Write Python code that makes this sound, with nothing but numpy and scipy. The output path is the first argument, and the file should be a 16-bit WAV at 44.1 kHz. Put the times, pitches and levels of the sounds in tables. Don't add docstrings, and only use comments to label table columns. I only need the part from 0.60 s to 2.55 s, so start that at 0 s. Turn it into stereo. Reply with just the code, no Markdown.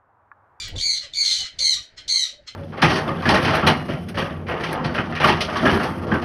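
import sys
import numpy as np
from scipy import signal
from scipy.fft import rfft, irfft, next_fast_len
from scipy.io import wavfile
from scipy.ndimage import map_coordinates

SR = 44100
rng = np.random.default_rng(int(sys.argv[2]) if len(sys.argv) > 2 else 0)


def transcribe(signal):
    frames = np.atleast_2d(signal).T
    limited = np.clip(frames, -1, 1)
    pcm = np.round(limited * 32767).astype(np.int16)
    wavfile.write(sys.argv[1], SR, pcm)


def invert_db(x):
    u = np.asarray(x, float) / 20
    return 10 ** u


N = 85995


def unit(x):
    return x / np.sqrt(np.mean(x ** 2) + 1e-20)


def along(points, hz):
    f, value = np.transpose(points)
    return np.interp(np.log(hz + 1), np.log(f + 1), value)


def curves(rows):
    seconds, *columns = np.transpose(rows)
    return [np.interp(np.arange(N) / SR, seconds, column) for column in columns]


def wobble(rate_hz):
    points = rng.standard_normal(int(N * 2000 / SR) + 4)
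    return map_coordinates(points, [np.arange(N) * min(rate_hz, 1999) / SR])


def noise(spectrum):
    m = next_fast_len(N)
    white = rfft(rng.standard_normal(m))
    coloured = irfft(white * invert_db(along(spectrum, np.fft.rfftfreq(m, 1 / SR))), m)
    return unit(coloured[:N])


def stack(pitch, tone, count, odd_gain=1):
    turn = 2 * np.pi * np.cumsum(pitch) / SR
    total = np.zeros(N)
    for k in range(1, count + 1):
        gain = (odd_gain if k % 2 else 1) * invert_db(along(tone, k * pitch))
        total += gain * np.sin(k * turn + k * k)
    return total


def notes(rows, edge_s):
    t, loudness, at = np.arange(N) / SR, np.zeros(N), np.zeros(N)
    hz = np.full(N, float(rows[0][3]))
    for start, length, db, pitch in rows:
        inside = (t > start) & (t < start + length)
        from_edge = np.minimum(t - start, start + length - t)
        loudness += invert_db(db) * np.sin(np.pi / 2 * np.clip(from_edge / edge_s, 0, 1)) ** 2
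        hz = np.where(inside, pitch, hz)
        at = np.where(inside, 2 * (t - start) / length - 1, at)
    return loudness, hz, at


def squawker():
    # time in seconds, level in dB before trill and placing, middle frequency of
    # the fourth partial in Hz, gain of the odd (half-pitch) partials in dB, breath in dB, trill depth 0 to 1.
    squawks = [
        [(0, -23, 4796, -9, -16, 0.2), (.04, -45.5, 4654, -17, 12, 0), (.09, -90, 4503, -20, 17, 0.2)],
        [(.16, -55.5, 3847, 6, 14.5, 1), (.196, -45, 3982, -20, 16, 0.88), (.203, -28.5, 4338, -15, 5.5, 0.92),
         (.26, -20, 4508, -43, -41, 0.59), (.31, -19.5, 4318, -21, -41, 0.56),
         (.345, -21.5, 4191, -26, -11, 0.65), (.38, -36, 4101, -29.5, 6, 0.4), (.43, -77, 4100, -20, -18, 0.2)],
        [(.53, -55, 4213, -18, 5.5, 0.6), (.541, -31.5, 4548, -16.5, -4, 0.7),
         (.595, -20, 4493, -58, -29.5, 0.67), (.65, -22, 4246, -22, -2, 0.33),
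         (.715, -21, 4178, -4.5, -4.5, 0.2), (.755, -32.5, 4043, -30, 8, 0.18),
         (.81, -30, 4157, -16.5, 2, 0.42), (.84, -66, 4006, -39, -17, 0.86)],
        [(.992, -52, 4184, -15, 30, 0.39), (.998, -23.5, 4347, -11.5, -2, 0.46),
         (1.03, -17.5, 4265, -21, -39.5, 0.61), (1.11, -17.5, 4174, -5.5, -36, 0.18),
         (1.135, -20, 3790, -13, -6, 0.07), (1.2, -50.5, 3785, -24.5, -12, 0.15),
         (1.24, -49, 3863, -28, 8, 0.4)],
        [(1.482, -42.5, 4200, -18.5, 19, 0.29), (1.495, -21, 4285, -20, -9.5, 0.65),
         (1.53, -18.5, 4290, -17.5, -62, 0.5), (1.61, -18.5, 4101, -7, -41.5, 0.48),
         (1.635, -20.5, 3803, -42, -7.5, 0.07), (1.69, -43, 3777, -27, 1, 0.2),
         (1.75, -78, 3750, -12, 13, 0.31)],
    ]
    # frequency in Hz, strength in dB.
    beak = [(900, -37.5), (1900, -20.5), (2300, -10.5), (3150, -6), (3800, 0.5), (4350, 5), (4800, -2),
            (5300, -6.5), (6300, -6), (8400, -18.5), (10500, -25), (12600, -39.5), (14200, -38),
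            (16500, -62)]
    trill_hz, trill_depth, trill_db = 79, 0.09, 6
    jitter, shimmer_db = .007, 3

    rows = []
    for call in squawks:
        first, last = call[0], call[-1]
        rows.append((first[0] - .01, -90, *first[2:]))
        rows.extend(call)
        rows.append((last[0] + .01, -90, *last[2:]))
    db, top, odd_db, breath_db, depth = curves(rows)

    beat = 2 * np.pi * np.cumsum(trill_hz * (1 + 0.072 * wobble(25))) / SR
    starts = np.array([round(call[1][0] * SR) for call in squawks])
    latest = np.maximum(np.searchsorted(starts, np.arange(N)) - 1, 0)
    beat = beat - beat[starts][latest] + np.pi
    depth = np.clip(depth, 0, 1)
    sweep = np.sin(beat) - 0.52 * np.sin(2 * beat)
    half_pitch = top / 4 * (1 + trill_depth * depth * sweep + jitter * wobble(300))
    tones = unit(stack(half_pitch, beak, count=15, odd_gain=invert_db(odd_db)))
    voice = tones + invert_db(breath_db) * noise(beak)
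    swell_db = trill_db * depth * np.cos(beat + .5)
    return invert_db(db + swell_db + shimmer_db * wobble(250)) * voice


def dipped(x):
    # middle frequency in Hz, width in Hz, depth in dB.
    dips = [(2680, 170, -14), (5150, 200, -7), (12500, 500, -18)]
    hz = np.fft.rfftfreq(N, 1 / SR)
    gain_db = sum(db * np.exp(-((hz - middle) / width) ** 2) for middle, width, db in dips)
    return irfft(rfft(x) * invert_db(gain_db), N)


def whistler(rows, jitter, overtone_db):
    db, hz = curves(rows)
    turn = 2 * np.pi * np.cumsum(hz * (1 + jitter * wobble(300))) / SR
    sounding = np.arange(N) / SR < rows[-1][0]
    tone = np.sin(turn) + invert_db(overtone_db) * np.sin(2 * turn)
    return sounding * invert_db(db + 3.07 * wobble(119)) * tone


def rasper():
    # start in seconds, length in seconds, level in dB before flutter and placing, middle pitch in Hz.
    rasps = [(-.05, 0.13, -42, 1162), (.065, 0.029, -31.5, 952), (.40, 0.068, -43, 993),
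             (.605, 0.21, -47.5, 1062), (.81, 0.075, -39.5, 1006), (1.13, 0.081, -46, 1019),
             (1.36, 0.047, -42, 1043), (1.63, 0.082, -45.5, 1024), (1.86, 0.046, -39, 1059)]
    # frequency in Hz, strength in dB.
    throat = [(900, -40), (1300, -15), (2150, -7), (2650, -10), (3150, -2), (3650, -8), (4200, 0),
              (4700, -12), (5200, -12), (6200, -15), (7500, -19), (12000, -48), (15000, -80)]
    jitter, breath_db, flutter_db = .03, 1, 2
    loudness, hz, at = notes(rasps, edge_s=.028)
    pitch = hz * (1 - 0.0409 * at + jitter * wobble(350))
    voice = unit(stack(pitch, throat, count=11)) + invert_db(breath_db) * noise(throat)
    return loudness * invert_db(flutter_db * wobble(200)) * voice


def cluckers():
    # start in seconds, length in seconds, level in dB before placing, pitch in Hz at the arch's top.
    clucks = [(.145, 0.055, -46.5, 545.3), (.43, 0.05, -47.5, 586), (.70, 0.056, -54, 538.5),
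              (.79, .05, -47, 387.4), (.99, 0.048, -46, 562.7), (1.16, 0.051, -40, 1210),
              (1.53, 0.057, -43, 1190)]
    # frequency in Hz, strength in dB.
    cluck_tone = [(380, -14), (540, 0), (800, -1), (1150, -3), (1800, -10), (2400, -10), (5000, -18),
                  (7000, -40)]
    arch = 0.09
    loudness, hz, at = notes(clucks, edge_s=0.0093)
    pitch = hz * (1 - arch * at ** 2 + 0.027 * wobble(200))
    return loudness * unit(stack(pitch, cluck_tone, count=10))


def tick():
    start_s, level_db, t60_s = .082, -42, .05
    after = np.arange(N) / SR - start_s
    bright = unit(np.diff(rng.standard_normal(N + 1)))
    return (after > 0) * invert_db(level_db - 60 * np.abs(after) / t60_s) * bright


def rumble():
    # time in seconds, level in dB before the unsteadiness and channel gains.
    buffeting = [(0.0, -44), (0.114, -44.5), (0.156, -32), (0.346, -67), (0.444, -50), (0.548, -57),
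                 (0.754, -55), (0.83, -44), (0.89, -65.5), (0.95, -54), (1.102, -56.5), (1.45, -57),
                 (1.466, -44.5), (1.666, -65), (1.95, -51.5)]
    # frequency in Hz, strength in dB.
    rumble_tone = [(22, 5), (99, 6), (256, -14.5), (408, -16), (531, -16), (900, -22.5), (1170, -62),
                   (1980, -120)]
    # start of a knock in seconds, relative level in dB.
    knocks = [(0.082, -33), (0.143, -31), (0.253, -35.5), (0.327, -46.5), (0.709, -38.5), (0.772, -62),
              (0.826, -38.5), (1.019, -35), (1.477, -45), (1.728, -43)]
    # frequency in Hz, strength in dB.
    knock_tone = [(30, 0), (100, -6), (300, -9.5), (1000, -16), (3000, -17), (8000, -85)]
    rise_s, knock_db = 0.0094, -4.5

    db, = curves(buffeting)
    bumps = np.zeros(N)
    for start, level in knocks:
        after = np.maximum(np.arange(N) / SR - start, 0) / rise_s
        bumps += invert_db(level + knock_db) * after * np.exp(-after)
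    shared = invert_db(db + 4.8 * wobble(16.52)) * noise(rumble_tone) + bumps * noise(knock_tone)
    separate = invert_db(db) * np.array([noise(rumble_tone), noise(rumble_tone)])
    return invert_db([[-11], [4]]) * shared + invert_db([[-17], [-14]]) * separate


def air():
    # frequency in Hz, strength in dB.
    air_tone = [(150, -40), (250, -12.5), (580, -18), (870, -20.5), (1100, -26), (1500, -16), (1900, -13.5),
                (2700, -22.5), (3900, -28), (4900, -24.5), (5700, -36), (12000, -98.5)]
    level_db = -60 + np.array([[-3], [3]])
    swell_db = 3 * wobble(12.65)
    return invert_db(level_db + swell_db) * np.array([noise(air_tone), noise(air_tone)])


def placed(x, left_db, right_db, wet_left_db, wet_right_db, lead_s=0.00016):
    # frequency in Hz, time in seconds to fall by 60 dB.
    pen = [(500, 0.033), (2000, 0.25), (4200, 0.22), (8000, 0.17), (14000, 0.18)]
    hz, t, z = signal.stft(rng.standard_normal((2, SR // 2)), SR, nperseg=128)
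    fade = invert_db(-60 * t / np.maximum(along(pen, hz), .02)[:, None])
    tail = signal.istft(z * fade, SR, nperseg=128)[1]
    wet = signal.fftconvolve(x[None], tail / np.linalg.norm(tail[0]), axes=1)[:, :N]
    wet = np.pad(wet, ((0, 0), (90, 0)))[:, :N]
    late = irfft(rfft(x) * np.exp(-2j * np.pi * np.fft.rfftfreq(N, 1 / SR) * lead_s), N)
    direct = np.array([x, late])
    return invert_db([[left_db], [right_db]]) * direct + invert_db([[wet_left_db], [wet_right_db]]) * wet


def scene():
    # time in seconds, level in dB before flicker and placing, middle frequency in Hz.
    whistle = [(.16, -72, 3700), (.163, -22, 3564), (.172, -52, 3836), (.185, -47, 3394),
               (.189, -17.5, 3184), (.197, -58, 3565), (.201, -12, 3620), (.21, -68, 3970),
               (.345, -60, 3150), (.351, -24, 3366), (.362, -28, 3750), (.395, -67, 3260),
               (.533, -54, 3730), (.538, -20, 3633), (.555, -73, 3720), (.70, -50, 4007),
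               (.72, -15.5, 3790), (.745, -37, 3290), (.785, -24.5, 3054), (.828, -29, 2967),
               (.86, -65, 2899)]
    coo = [(1.66, -67, 640), (1.735, -54, 549), (1.77, -62, 615), (1.80, -52, 606.6), (1.84, -66.5, 528)]
    cluck_place = -4, 2, -12, -8

    mix = placed(dipped(squawker()), -18, 2.37, -7.5, 1.58)
    mix += placed(whistler(whistle, jitter=0.016, overtone_db=-15.5), -22, 0.75, -17, -3.5)
    mix += placed(rasper(), 0.41, 4.7, 1.4, 4.64)
    mix += placed(cluckers(), *cluck_place, lead_s=0.00044)
    mix += placed(whistler(coo, jitter=0.0689, overtone_db=-30.5), *cluck_place)
    mix += invert_db([[-8], [0]]) * tick()
    return mix + rumble() + air()


def roll_off(x):
    return signal.sosfilt(signal.butter(12, 15660, fs=SR, output="sos"), x)


def record(dry):
    return roll_off(dry)


dry = scene()
out = record(dry)
transcribe(out)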